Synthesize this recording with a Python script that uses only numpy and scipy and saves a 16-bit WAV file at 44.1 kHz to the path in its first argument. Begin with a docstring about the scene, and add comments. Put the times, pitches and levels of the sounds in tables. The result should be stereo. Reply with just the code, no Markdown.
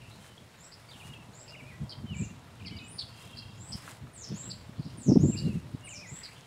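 """A soft hush of air and leaves, low wind and far bird chatter fill an open field, where someone
works a shovel into wet turf. Stems and crumbs fracture in a dense crackle, and the blade knocks.
Whistles, chips, a buzzy song, quick flicks, faint hoots and a far trill carry over the grass; a wobbling
syrinx roughens the notes. Whistles and hoots echo from the tree lines; song and calls have a short
diffuse tail. Turbulent eddies thump the two microphone ports, hardest about five seconds in."""
import sys
import numpy as np
from scipy import signal
from scipy.fft import rfft, irfft, next_fast_len
from scipy.io import wavfile
from scipy.ndimage import uniform_filter1d

SR = 44100
rng = np.random.default_rng(int(sys.argv[2]) if len(sys.argv) > 2 else 0)


def materialize(psi):
    """Save the field psi as 16-bit PCM at rate SR to the path in sys.argv[1].

    A 1-D psi becomes a single channel; in a 2-D psi each row is a channel.
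    """
    bounded = np.clip(np.atleast_2d(psi).T, -1, 1)
    quanta = np.round(bounded * 32767).astype(np.int16)
    wavfile.write(sys.argv[1], SR, quanta)


N = 284886
TIME_S = np.arange(N) / SR
ANTIPHASE = np.array([[1], [-1]])  # adds a side signal to the left, subtracts it from the right


def undb(db):
    """Amplitude ratio of a level in decibels."""
    return 10 ** (np.asarray(db) / 20)


def unit(x):
    """Normalisation to rms 1."""
    return x / np.sqrt(np.mean(x ** 2))


def curve(rows):
    """Linear interpolation of (time_s, value) rows at every sample."""
    return np.interp(TIME_S, *np.transpose(rows))


def colour(x, points):
    """Spectral shaping by (frequency_hz, gain_db) points."""
    hz, db = np.transpose(points)
    size = next_fast_len(N)
    f = np.arange(size // 2 + 1) * SR / size + 1
    gain = undb(np.interp(np.log(f), np.log(hz), db))
    return irfft(rfft(x, size) * gain, size)[..., :N]


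def walk(rate_hz):
    """Random modulation of rms 1: held steps, smoothed twice."""
    hold = int(SR / rate_hz)
    steps = np.repeat(rng.standard_normal(N // hold + 1), hold)
    return unit(uniform_filter1d(uniform_filter1d(steps, hold), hold)[:N])


def pan(x, db):
    """Level difference between two channels, left louder by db."""
    return x * undb(np.array([[db], [-db]]) / 2)


def syrinx(notes, buzz_hz, swing_hz, waver_hz, throb_db, overtone_db):
    """Frequency and amplitude modulation add sidebands to notes of (time_s, pitch_hz, level_db) points."""
    out = np.zeros(N)
    buzz_phase = 2 * np.pi * np.cumsum(buzz_hz * (1 + .4 * walk(250))) / SR
    bend_hz = swing_hz * np.sin(buzz_phase) + waver_hz * walk(70)
    for note in notes:
        s, hz, db = np.transpose(note)
        span = slice(int(s[0] * SR), min(int(s[-1] * SR), N))
        t = TIME_S[span]
        phase = 2 * np.pi * np.cumsum(np.interp(t, s, hz) + bend_hz[span]) / SR
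        fade = np.clip(np.minimum(t - s[0], s[-1] - t) / .004, 0, 1)
        tone = np.sin(phase) + undb(overtone_db) * np.sin(2 * phase)
        out[span] += np.sqrt(2) * undb(np.interp(t, s, db)) * fade * tone
    return out * undb(throb_db * walk(2 * buzz_hz))


def bent(rows, start_db=5.5, end_db=3.5):
    """Glides with one turning point; the end levels are relative to the level at the turn."""
    return [[(s, start_hz, db + start_db),
             (s + turn * ms / 1000, turn_hz, db),
             (s + ms / 1000, end_hz, db + end_db)]
            for s, ms, start_hz, turn_hz, end_hz, turn, db in rows]


# Contours of repeated bird phrases, by name: offset_s, pitch_hz, relative_db
CONTOURS = { "swoop": [(0, 9500, -12), (.015, 9300, -7), (.036, 8400, -2), (.057, 7400, -2),
            (.087, 7150, -2), (.128, 5700, 3), (.15, 5350, 1), (.19, 5400, -8)], "climb": [(0, 5900, -8),
            (.022, 6830, -2), (.045, 6850, 3), (.056, 7650, -4), (.075, 7330, 1), (.12, 7480, 2),
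            (.18, 7600, 2)], "lift": [(0, 6570, -26), (.05, 7200, -5), (.09, 7790, -7), (.12, 7900, 0.5),
            (.15, 7970, -3)], "scoop": [(0, 3020, 8), (.01, 2420, -3), (.022, 2140, -2), (.043, 2077, -5.5),
            (.057, 2740, 4)], "arch": [(0, 7020, -12), (.04, 7800, -8), (.065, 9080, -1.5), (.1, 9620, 0),
            (.15, 9380, -4.5)], "flick": [(0, 4560, 2), (.017, 4900, -7), (.03, 3500, 5.5),
            (.042, 4540, -14)], "dip": [(-.004, 3100, -1.5), (.028, 2310, 1), (.048, 2813, 1),
            (.105, 2898, -5), (.16, 2790, -0.5), (.178, 2610, -1.5), (.2, 2640, 2.5)],
            "warble": [(-.01, 2685, -12), (.02, 2870, -3), (.042, 2840, 2.5), (.055, 2110, 2.5),
            (.066, 3050, -2), (.078, 2950, -3), (.11, 2320, -1), (.135, 2350, -6), (.162, 2420, -6),
            (.195, 2520, -1), (.23, 1930, -2), (.272, 2000, -5)], "slide": [(-.005, 3160, -8),
            (.035, 2984, 3), (.07, 2770, 1.5), (.085, 2287, -1), (.155, 2430, -0.5), (.172, 2780, 0.5),
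            (.195, 2740, -2)], }


def phrases(rows):
    """Time scaling and transposition turn a contour into a note."""
    return [[(s + stretch * offset_s, ratio * hz, db + relative_db)
             for offset_s, hz, relative_db in CONTOURS[name]]
            for s, db, stretch, ratio, name in rows]


def trees(x, wet_db, echo_db, t60_s=.35, near_echo_s=.059, far_echo_s=.12):
    """Scattering by grass and leaves makes a diffuse tail; echo_db sets two tree-line reflections."""
    t = np.arange(int(.6 * SR)) / SR
    mid, side = rng.standard_normal((2, len(t))) * np.exp(-np.log(1000) * t / t60_s)
    response = mid + .33 * side * ANTIPHASE
    response *= undb(wet_db) / np.sqrt(np.sum(response[0] ** 2))
    response[:, int(near_echo_s * SR)] += undb(echo_db)
    response[:, int(far_echo_s * SR)] += undb(echo_db - 8)
    response[:, 0] += 1  # direct path
    return signal.fftconvolve(x, response, axes=1)[:, :N]


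# Spectral density of the background: frequency_hz, gain_db
AIR_SPECTRUM = [(15, -50), (25, -19.5), (91, -4.5), (122, 0.5), (282, -13.5), (599, -12), (667, -11),
                (972, -13), (1760, -21.5), (4890, -25), (6230, -28), (7720, -31.5), (12900, -39),
                (15600, -51)]
# Its stereo width: frequency_hz, side_minus_mid_db
AIR_WIDTH = [(60, -68), (300, -6.5), (1000, -7.5), (5000, -5.5), (9000, -20), (11000, -46)]


def air_and_leaves(level_db=-55.5):
    """Distant incoherent sources sum to broadband noise; each octave drifts independently."""
    mid, side = rng.standard_normal((2, N))
    hush = colour(mid + colour(side, AIR_WIDTH) * ANTIPHASE, AIR_SPECTRUM)
    out = 0
    for hz in 30 * 2. ** np.arange(10):
        octave = [(hz / 2, -60), (hz / np.sqrt(2), -6), (hz, 0), (hz * np.sqrt(2), -6), (hz * 2, -60)]
        out = out + colour(hush, octave) * undb(1.1 * walk(3) + 1.1 * walk(14))
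    return unit(out) * undb(level_db)


# Strength of the wind between buffets: time_s, level_db
RUMBLE_LEVELS = [(0.0, -54), (0.83, -65.5), (1.1, -53.5), (1.3, -57), (1.58, -56), (1.78, -50), (2.16, -52),
                 (2.34, -51.5), (2.97, -53.5), (4.28, -54), (4.48, -48), (4.82, -51.5), (5.11, -47.5),
                 (5.24, -27), (5.33, -35), (5.43, -36.5), (5.56, -44.5), (5.78, -52), (6.46, -64.5)]


def rumble():
    """Turbulent pressure at the microphone ports makes low-frequency noise."""
    mid, side = rng.standard_normal((2, N))
    side = colour(side, [(30, 8), (100, -18.5), (250, -9.5)]) * ANTIPHASE
    spectrum = [(20, -47), (60, -8.5), (110, 6.5), (180, -3), (350, -13), (800, -36.5), (3000, -69)]
    return unit(colour(mid + side, spectrum)) * undb(curve(RUMBLE_LEVELS) + 1.74 * walk(25))


# Chorus of many small birds: time_s, level_db, highest_start_hz
CHORUS = [(0, -88, 5560), (2, -89, 5480), (3.1, -72, 5440), (4.1, -79.5, 4930), (4.4, -67, 4490),
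          (4.65, -79, 4080), (4.85, -69, 5640), (5.1, -78, 5540), (6.051, -100, 5090), (6.111, -66, 3200),
          (6.179, -65.5, 2915), (6.29, -66.5, 2700), (6.46, -69, 4550)]
# Rough far notes: start_s, length_ms, start_hz, turn_hz, end_hz, turn_fraction, level_db
FAR_NOTES = [(0, 62.5, 2860, 2630, 2570, 0.66, -64.5), (.1, 61, 3690, 4100, 4160, 0.59, -69),
             (1.33, 23.4, 3730, 4420, 4930, 0.42, -66.5), (1.46, 39.8, 2920, 2655, 2250, 0.53, -65.5),
             (6.15, 70, 3480, 3390, 3480, 0.61, -70), (.93, 35, 3420, 2850, 2660, 0.43, -64),
             (3.68, 35, 5060, 4300, 4240, 0.53, -75), (3.705, 45, 3210, 3200, 3200, .5, -67),
             (4.42, 30, 3440, 3760, 4200, 0.45, -70)]


def far_chatter(count=600, lowest_ratio=.54):
    """Short random glides blur together where scattered sound outweighs the direct path."""
    s, db, highest_hz = np.transpose(CHORUS)
    notes = []
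    for when, height, glide, length, strength in rng.random((count, 5)):
        start_s = when * (N / SR - .1)
        end_s = start_s + .0084 + .0225 * length
        start_hz = np.interp(start_s, s, highest_hz) * (lowest_ratio + height * (1 - lowest_ratio))
        end_hz = start_hz * (1 + .27 * (glide - .5))
        level_db = np.interp(start_s, s, db) + 6 * (strength - .5)
        notes.append([(start_s, start_hz, level_db), (end_s, end_hz, level_db)])
    notes += bent(FAR_NOTES)
    voices = syrinx(notes, buzz_hz=200, swing_hz=200, waver_hz=64.5, throb_db=3.95, overtone_db=-46)
    return trees(pan(voices, 0), wet_db=3.8, echo_db=-29)


def crackle(spectrum, spread_db):
    """Many tiny fractures of uneven size make noise with a heavy-tailed amplitude distribution."""
    sizes = undb(spread_db * np.minimum(rng.exponential(size=N), 7))
    return unit(colour(rng.standard_normal(N) * sizes, spectrum))


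# Spectral densities of brushed grass and crumbling soil: frequency_hz, gain_db
GRASS_SPECTRUM = [(3000, -2), (5800, -7), (7000, -4), (9500, -4), (12000, -12.5), (15000, -17)]
SOIL_SPECTRUM = [(500, -3.5), (1200, -2.5), (2200, -5.5), (4000, -13.5), (6000, -27)]
# Blade and boots moving through turf: peak_s, rise_s, fall_s, grass_db, soil_db
TURF_STROKES = [(.1, 0.16, 0.19, -62.5, -89.5), (.25, 0.069, 0.089, -57, -62), (1.09, 0.33, 0.09, -55, -85),
                (1.69, 0.24, 0.049, -65.5, -85), (3.23, 0.13, 0.17, -57, -85),
                (3.78, 0.11, 0.035, -54.5, -65), (3.9, 0.097, 0.054, -49, -49.5),
                (4.47, 0.38, 0.16, -66, -57.5), (5.4, 0.37, 0.32, -59, -83), (5.55, .15, 0.043, -62, -85),
                (6.17, 0.065, 0.047, -57, -71), (6.35, 0.58, 0.19, -60.5, -85)]


def shovel():
    """Friction and fracture: stems and crumbs snap densely, louder with each stroke."""
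    *_, grass_db, soil_db = np.transpose(TURF_STROKES)
    grass = crackle(GRASS_SPECTRUM, spread_db=3.5) * stroke_gain(grass_db, rest_db=-68.5)
    soil = crackle(SOIL_SPECTRUM, spread_db=2.4) * stroke_gain(soil_db, rest_db=-62)
    return grass * undb(1.4 * walk(60)) + soil * undb(1.8 * walk(120))


def stroke_gain(levels_db, rest_db, drop_db=12):
    """Incoherent strokes add in power; each is drop_db down one rise or fall time from its peak."""
    power = undb(2 * rest_db)
    for (peak_s, rise_s, fall_s, *_), db in zip(TURF_STROKES, levels_db):
        from_peak = np.where(TIME_S < peak_s, (peak_s - TIME_S) / rise_s, (TIME_S - peak_s) / fall_s)
        power = power + undb(2 * (db - drop_db * from_peak))
    return np.sqrt(power)


# Whistled phrases: start_s, level_db, stretch_ratio, pitch_ratio, contour
WHISTLED_PHRASES = [(1.0, -54, .88, 1.005, "dip"), (1.5, -54, .99, .99, "warble"),
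                    (2.065, -52, 1.01, 1.001, "slide"), (2.598, -53, .55, 1.13, "scoop"),
                    (2.647, -52, 1.01, 1.001, "scoop"), (5.32, -54, 1.05, .995, "dip"),
                    (5.824, -51, 1.04, 1.005, "warble")]
# Single whistles: start_s, length_ms, start_hz, turn_hz, end_hz, turn_fraction, level_db
WHISTLED_NOTES = [(.2, 137, 3130, 3120, 3020, 0.24, -67.5), (.885, 25, 2360, 2270, 2170, .5, -64),
                  (1.8, 70, 3270, 3260, 3270, .3, -70), (2.71, 66.7, 3000, 3000, 2750, 0.64, -56.5),
                  (2.71, 73.5, 2290, 2240, 2320, 0.76, -61), (2.785, 93, 2970, 2940, 2900, 0.51, -60),
                  (2.79, 45, 2660, 2463, 2600, 0.37, -55), (2.83, 42, 2580, 2520, 2320, 0.73, -58.5),
                  (4.225, 47, 3500, 4900, 3300, .55, -64), (6.43, 25.2, 2830, 3300, 3140, 0.47, -64)]


def whistler():
    """Weak modulation leaves a far bird's tone nearly pure; the tree lines reflect it clearly."""
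    notes = phrases(WHISTLED_PHRASES) + bent(WHISTLED_NOTES)
    voice = syrinx(notes, buzz_hz=60, swing_hz=8, waver_hz=12, throb_db=1.5, overtone_db=-50)
    return trees(pan(voice, .8), wet_db=-10, echo_db=-8)


# Blade knocks and stem snaps: start_s, level_db, pitch_hz, t60_ms
IMPACTS = [(.245, -40, 1800, 5.7), (.61, -48, 11000, 2.7), (2.395, -48, 7000, 3), (3.767, -41, 11500, 3),
           (3.876, -46, 9500, 3), (3.878, -25.5, 1350, 6.5), (3.886, -34, 1440, 8), (3.907, -46, 9000, 2.5),
           (3.917, -34.5, 7650, 4), (4.071, -37, 1300, 6.2), (4.288, -42, 9000, 3), (5.716, -46, 8500, 3),
           (5.797, -47, 8000, 3), (5.81, -43, 6700, 3.2), (6.41, -32, 6010, 1.2)]


def knocks():
    """Each impact excites one heavily damped mode, which decays exponentially."""
    out, t = np.zeros(N), np.arange(2000) / SR
    for start_s, db, hz, t60_ms in IMPACTS:
        start = int(start_s * SR)
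        envelope = np.minimum(t * hz, 1) * np.exp(-np.log(1000) * t * 1000 / t60_ms)
        ring = envelope * np.sin(2 * np.pi * hz * t)
        out[start:start + len(t)] += undb(db) * ring[:N - start]
    return out


# Harsh chips and short clean pips of nearby birds: start_s, level_db, pitch_hz, end_hz, length_ms
CHIPS_AND_PIPS = [(0.377, -43, 3290, 3270, 7.3), (.712, -54, 4830, 4980, 44),
                  (1.135, -40.5, 3200, 3130, 6.4), (1.476, -54, 4760, 4930, 41),
                  (1.891, -47.5, 4520, 3940, 49), (1.919, -46.5, 3190, 2890, 20.5),
                  (2.654, -45.5, 4600, 4510, 34.6), (2.679, -40.5, 3230, 3160, 6.6),
                  (2.982, -38.5, 4440, 3280, 48), (3.37, -45.5, 4480, 4550, 35),
                  (3.72, -41.5, 5130, 4780, 40.5), (4.498, -40.5, 4620, 4860, 28.7),
                  (5.365, -43, 4790, 4570, 44), (5.445, -53, 3950, 3750, 25), (6.231, -47, 4680, 4495, 45)]
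# Quick flicks of a small bird close by: start_s, level_db, stretch_ratio, pitch_ratio, contour
FLICK_CALLS = [(.887, -54, 1.05, .99, "flick"), (2.765, -50, .85, 1.02, "flick")]


def near_calls():
    """Modulation depth sets roughness: long chips are harsh, short pips and flicks nearly clear."""
    glides = [(s, ms, 1.02 * hz, (4 * hz + end_hz) / 5, end_hz, .6, db)
              for s, db, hz, end_hz, ms in CHIPS_AND_PIPS]
    notes = bent(glides, start_db=-4, end_db=-7)
    chips = [note for note in notes if note[-1][0] - note[0][0] > .025]
    quick = [note for note in notes if note not in chips] + phrases(FLICK_CALLS)
    harsh = syrinx(chips, buzz_hz=420, swing_hz=400, waver_hz=130, throb_db=4, overtone_db=-23)
    clear = syrinx(quick, buzz_hz=200, swing_hz=30, waver_hz=30, throb_db=1.1, overtone_db=-40)
    return trees(pan(harsh + clear, -3.5), wet_db=-5, echo_db=-54)


# Phrases of the near songbird: start_s, level_db, stretch_ratio, pitch_ratio, contour
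SONG_PHRASES = [(0.57, -56, 0.71, 0.99, "lift"), (1.313, -55.5, 0.82, 0.97, "lift"),
                (2.835, -54.5, 0.93, 1.001, "arch"), (3.555, -52, 1.18, 1.026, "lift"),
                (4.13, -52.5, 0.91, 0.97, "swoop"), (4.335, -52.5, 0.88, 1.012, "climb"),
                (4.97, -51.5, 1.02, 0.99, "swoop"), (5.19, -52, 0.92, 0.99, "climb"),
                (5.838, -54, 0.96, 1.0, "swoop"), (6.06, -54, 0.85, 1.027, "climb")]
# Its single slurs: start_s, length_ms, start_hz, turn_hz, end_hz, turn_fraction, level_db
SONG_SLURS = [(.63, 23, 4800, 5230, 5800, 0.45, -60), (1.39, 21, 4570, 5360, 5930, 0.82, -56),
              (2.125, 140, 6960, 7610, 6190, 0.52, -55.5)]


def buzzy_song():
    """Sidebands make a buzz on the right: widest in falling notes, narrowest in long climbs."""
    notes = phrases(SONG_PHRASES) + bent(SONG_SLURS, start_db=-18.5, end_db=-3)
    falling = [note for note in notes if note[0][1] > note[-1][1]]
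    rising = [note for note in notes if note not in falling]
    climbs = [note for note in rising if len(note) > 5]
    lifts = [note for note in rising if note not in climbs]
    voice = syrinx(falling, buzz_hz=400, swing_hz=400, waver_hz=130, throb_db=4.5, overtone_db=-60)
    voice += syrinx(lifts, buzz_hz=300, swing_hz=240, waver_hz=90, throb_db=3.4, overtone_db=-60)
    voice += syrinx(climbs, buzz_hz=350, swing_hz=170, waver_hz=40, throb_db=2.6, overtone_db=-60)
    return trees(pan(voice, -5), wet_db=-.16, echo_db=-35)


def small_eddies(count):
    """Turbulence is intermittent: weak buffets come at random, 3 to 7 dB over the rumble."""
    when, strength, side, pitch, length = rng.random((5, count))
    peak_s = .15 + when * (N / SR - .3)
    level_db = np.interp(peak_s, *np.transpose(RUMBLE_LEVELS)) + 3 + 4 * strength
    return list(zip(peak_s, level_db, 8 * (side - .3), 147 + 49.5 * pitch, 7.4 + 24 * length))


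# Spectrum of a buffet: pitch_multiple, gain_db
BUFFET_SPECTRUM = [(.2, -30), (.5, -7), (1.0, 1.5), (1.4, -3.5), (1.9, -18), (2.7, -25.5), (4, -48),
                   (8, -105)]
# Eddies striking the ports: peak_s, level_db, left_minus_right_db, pitch_hz, length_ms
PORT_BUFFETS = [(.96, -43, -1, 131, 8.6), (1.109, -45, 3, 134, 21), (1.826, -31.5, 1, 149, 25),
                (2.006, -42, 1, 114, 42), (2.047, -34, 2, 163, 18), (2.12, -33, 2, 130, 25),
                (2.172, -33.5, 1, 128, 16), (2.216, -26.5, -1.5, 148, 23.7), (2.268, -39.5, 4, 133, 18),
                (2.317, -42.5, -6, 207, 20), (2.619, -48, 6, 154, 12), (2.652, -44.5, 2, 153, 54),
                (2.722, -36.5, 4, 164, 14), (2.764, -39, 1.5, 152, 26), (2.957, -42.5, 4, 130, 16),
                (3.467, -43, 1, 111, 14), (3.501, -45, 1, 155, 17), (3.718, -44, 4, 186, 20),
                (3.752, -32.5, -3, 128, 9.4), (4.036, -39, 2.5, 133, 26), (4.328, -32, 4.5, 168, 38),
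                (4.538, -47, -11, 134, 10), (4.695, -36.5, 7, 167, 3.7), (4.8, -28, 3.5, 167, 14.3),
                (4.867, -35.5, 4, 189, 19), (4.984, -39.5, 7, 171, 11), (5.07, -29, 9.5, 197, 11),
                (5.09, -19, 9.5, 204, 14.4), (5.1, -15, 3, 217, 11), (5.11, -13.5, -3, 230, 5.9),
                (5.12, -14.5, -6.5, 257, 7.9), (5.132, -20.5, -5, 199, 11.4), (5.161, -14, 1, 250, 6),
                (5.173, -10.5, 1, 240, 6), (5.199, -24.5, -4.5, 174, 26), (5.241, -18, -6, 220, 5.5),
                (5.257, -21, -4, 216, 11.6), (5.288, -22.5, -10, 189, 5), (5.301, -20, -7.5, 229, 6.6),
                (5.353, -32.5, -13, 200, 8.3), (5.47, -25.5, 3.5, 170, 58), (5.561, -27, -1, 148, 32),
                (5.748, -29, 2, 162, 8.5), (6.129, -38, 0, 154, 21)]


def buffets(size=8192):
    """Passing eddies make pressure bursts, most coherent between the ports in the deep bass."""
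    out = np.zeros((2, N))
    t = (np.arange(size) - size // 2) / SR
    f = np.arange(size // 2 + 1) * SR / size + 1
    multiple, gain_db = np.transpose(BUFFET_SPECTRUM)
    width = np.clip(f / 330, 0, .6)
    for peak_s, db, pan_db, hz, ms in PORT_BUFFETS + small_eddies(count=30):
        spectrum = undb(np.interp(np.log(f / hz), np.log(multiple), gain_db))
        mid, side = rfft(rng.standard_normal((2, size))) * spectrum
        burst = irfft(mid + width * side * ANTIPHASE, size)
        # the eddy keeps its strength while it passes: even out the chance swells
        burst /= np.sqrt(uniform_filter1d(burst ** 2, int(1.5 * SR / hz), axis=1))
        burst *= undb(db) * np.exp(-(t / (.00078 * ms)) ** 2)
        # a quick eddy pushes and pulls alike: little is left under its pitch
        low_cut = np.minimum(f / (.49 * hz), 1) ** 2
        start = int(peak_s * SR) - size // 2
        out[:, start:start + size] += pan(irfft(rfft(burst) * low_cut, size), pan_db)
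    return out


def capsules(pressure, cubic_gain=1.1):
    """Cubic nonlinearity sharpens hard gusts; the microphone's wind filter thins the lowest bass."""
    distorted = pressure * (1 + cubic_gain * pressure ** 2)
    return colour(distorted, [(20, -21), (60, 3), (100, 0)])


# Faint low hoots, one list of points each: time_s, pitch_hz, level_db
HOOT_NOTES = [
    [(1.35, 608, -68), (1.7, 608, -66), (2.1, 605, -67)],
    [(4.25, 603, -70), (4.9, 600, -70)],
    [(5.65, 599, -65.5), (6.03, 597, -64.5)],
]


def hoots():
    """Nearly steady low tones overlap their own reflections from the trees."""
    voice = syrinx(HOOT_NOTES, buzz_hz=9, swing_hz=4, waver_hz=9, throb_db=2, overtone_db=-40)
    return trees(pan(voice, .8), wet_db=-10, echo_db=-8)


# Swell of the far trill: time_s, level_db
TRILL_LEVELS = [(3.08, -64), (3.2, -57.5), (3.33, -55), (3.43, -56), (3.53, -61), (3.62, -65)]


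def trill(rate_hz=32.2, voices_hz=(2736, 3220), tick_hz=5100, tick_db=-7):
    """Biphonation: two voices slide down together in each note; a high tick leads into the next."""
    cycle = ((TIME_S - 3.356) * rate_hz) % 1
    glide = 1.04 - .09 * cycle
    voices = sum(np.sin(2 * np.pi * np.cumsum(hz * glide) / SR) for hz in voices_hz)
    gate = np.sin(np.pi * np.clip(cycle / .82, 0, 1)) ** .4
    tick = np.sin(np.pi * np.clip((cycle - .75) / .25, 0, 1)) * np.sin(2 * np.pi * tick_hz * TIME_S)
    singing = (TIME_S > TRILL_LEVELS[0][0]) * (TIME_S < TRILL_LEVELS[-1][0])
    gain = undb(curve(TRILL_LEVELS) + 2 * walk(40)) * singing
    return pan(gain * (gate * voices + undb(tick_db) * tick), .8)


def scene():
    """Superposition of background, wind, digging and birds."""
    background = air_and_leaves()
    wind = capsules(rumble() + buffets())
    digging = pan(shovel() + knocks(), -.081)
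    birds = far_chatter() + whistler() + near_calls() + buzzy_song() + hoots() + trill()
    return background + wind + digging + birds


def record(dry, cutoff_hz=15700):
    """Band limiting: the camera's steep low-pass filter removes the highest treble."""
    return signal.sosfilt(signal.ellip(10, .2, 60, cutoff_hz, fs=SR, output="sos"), dry)


dry = scene()
out = record(dry)
materialize(out)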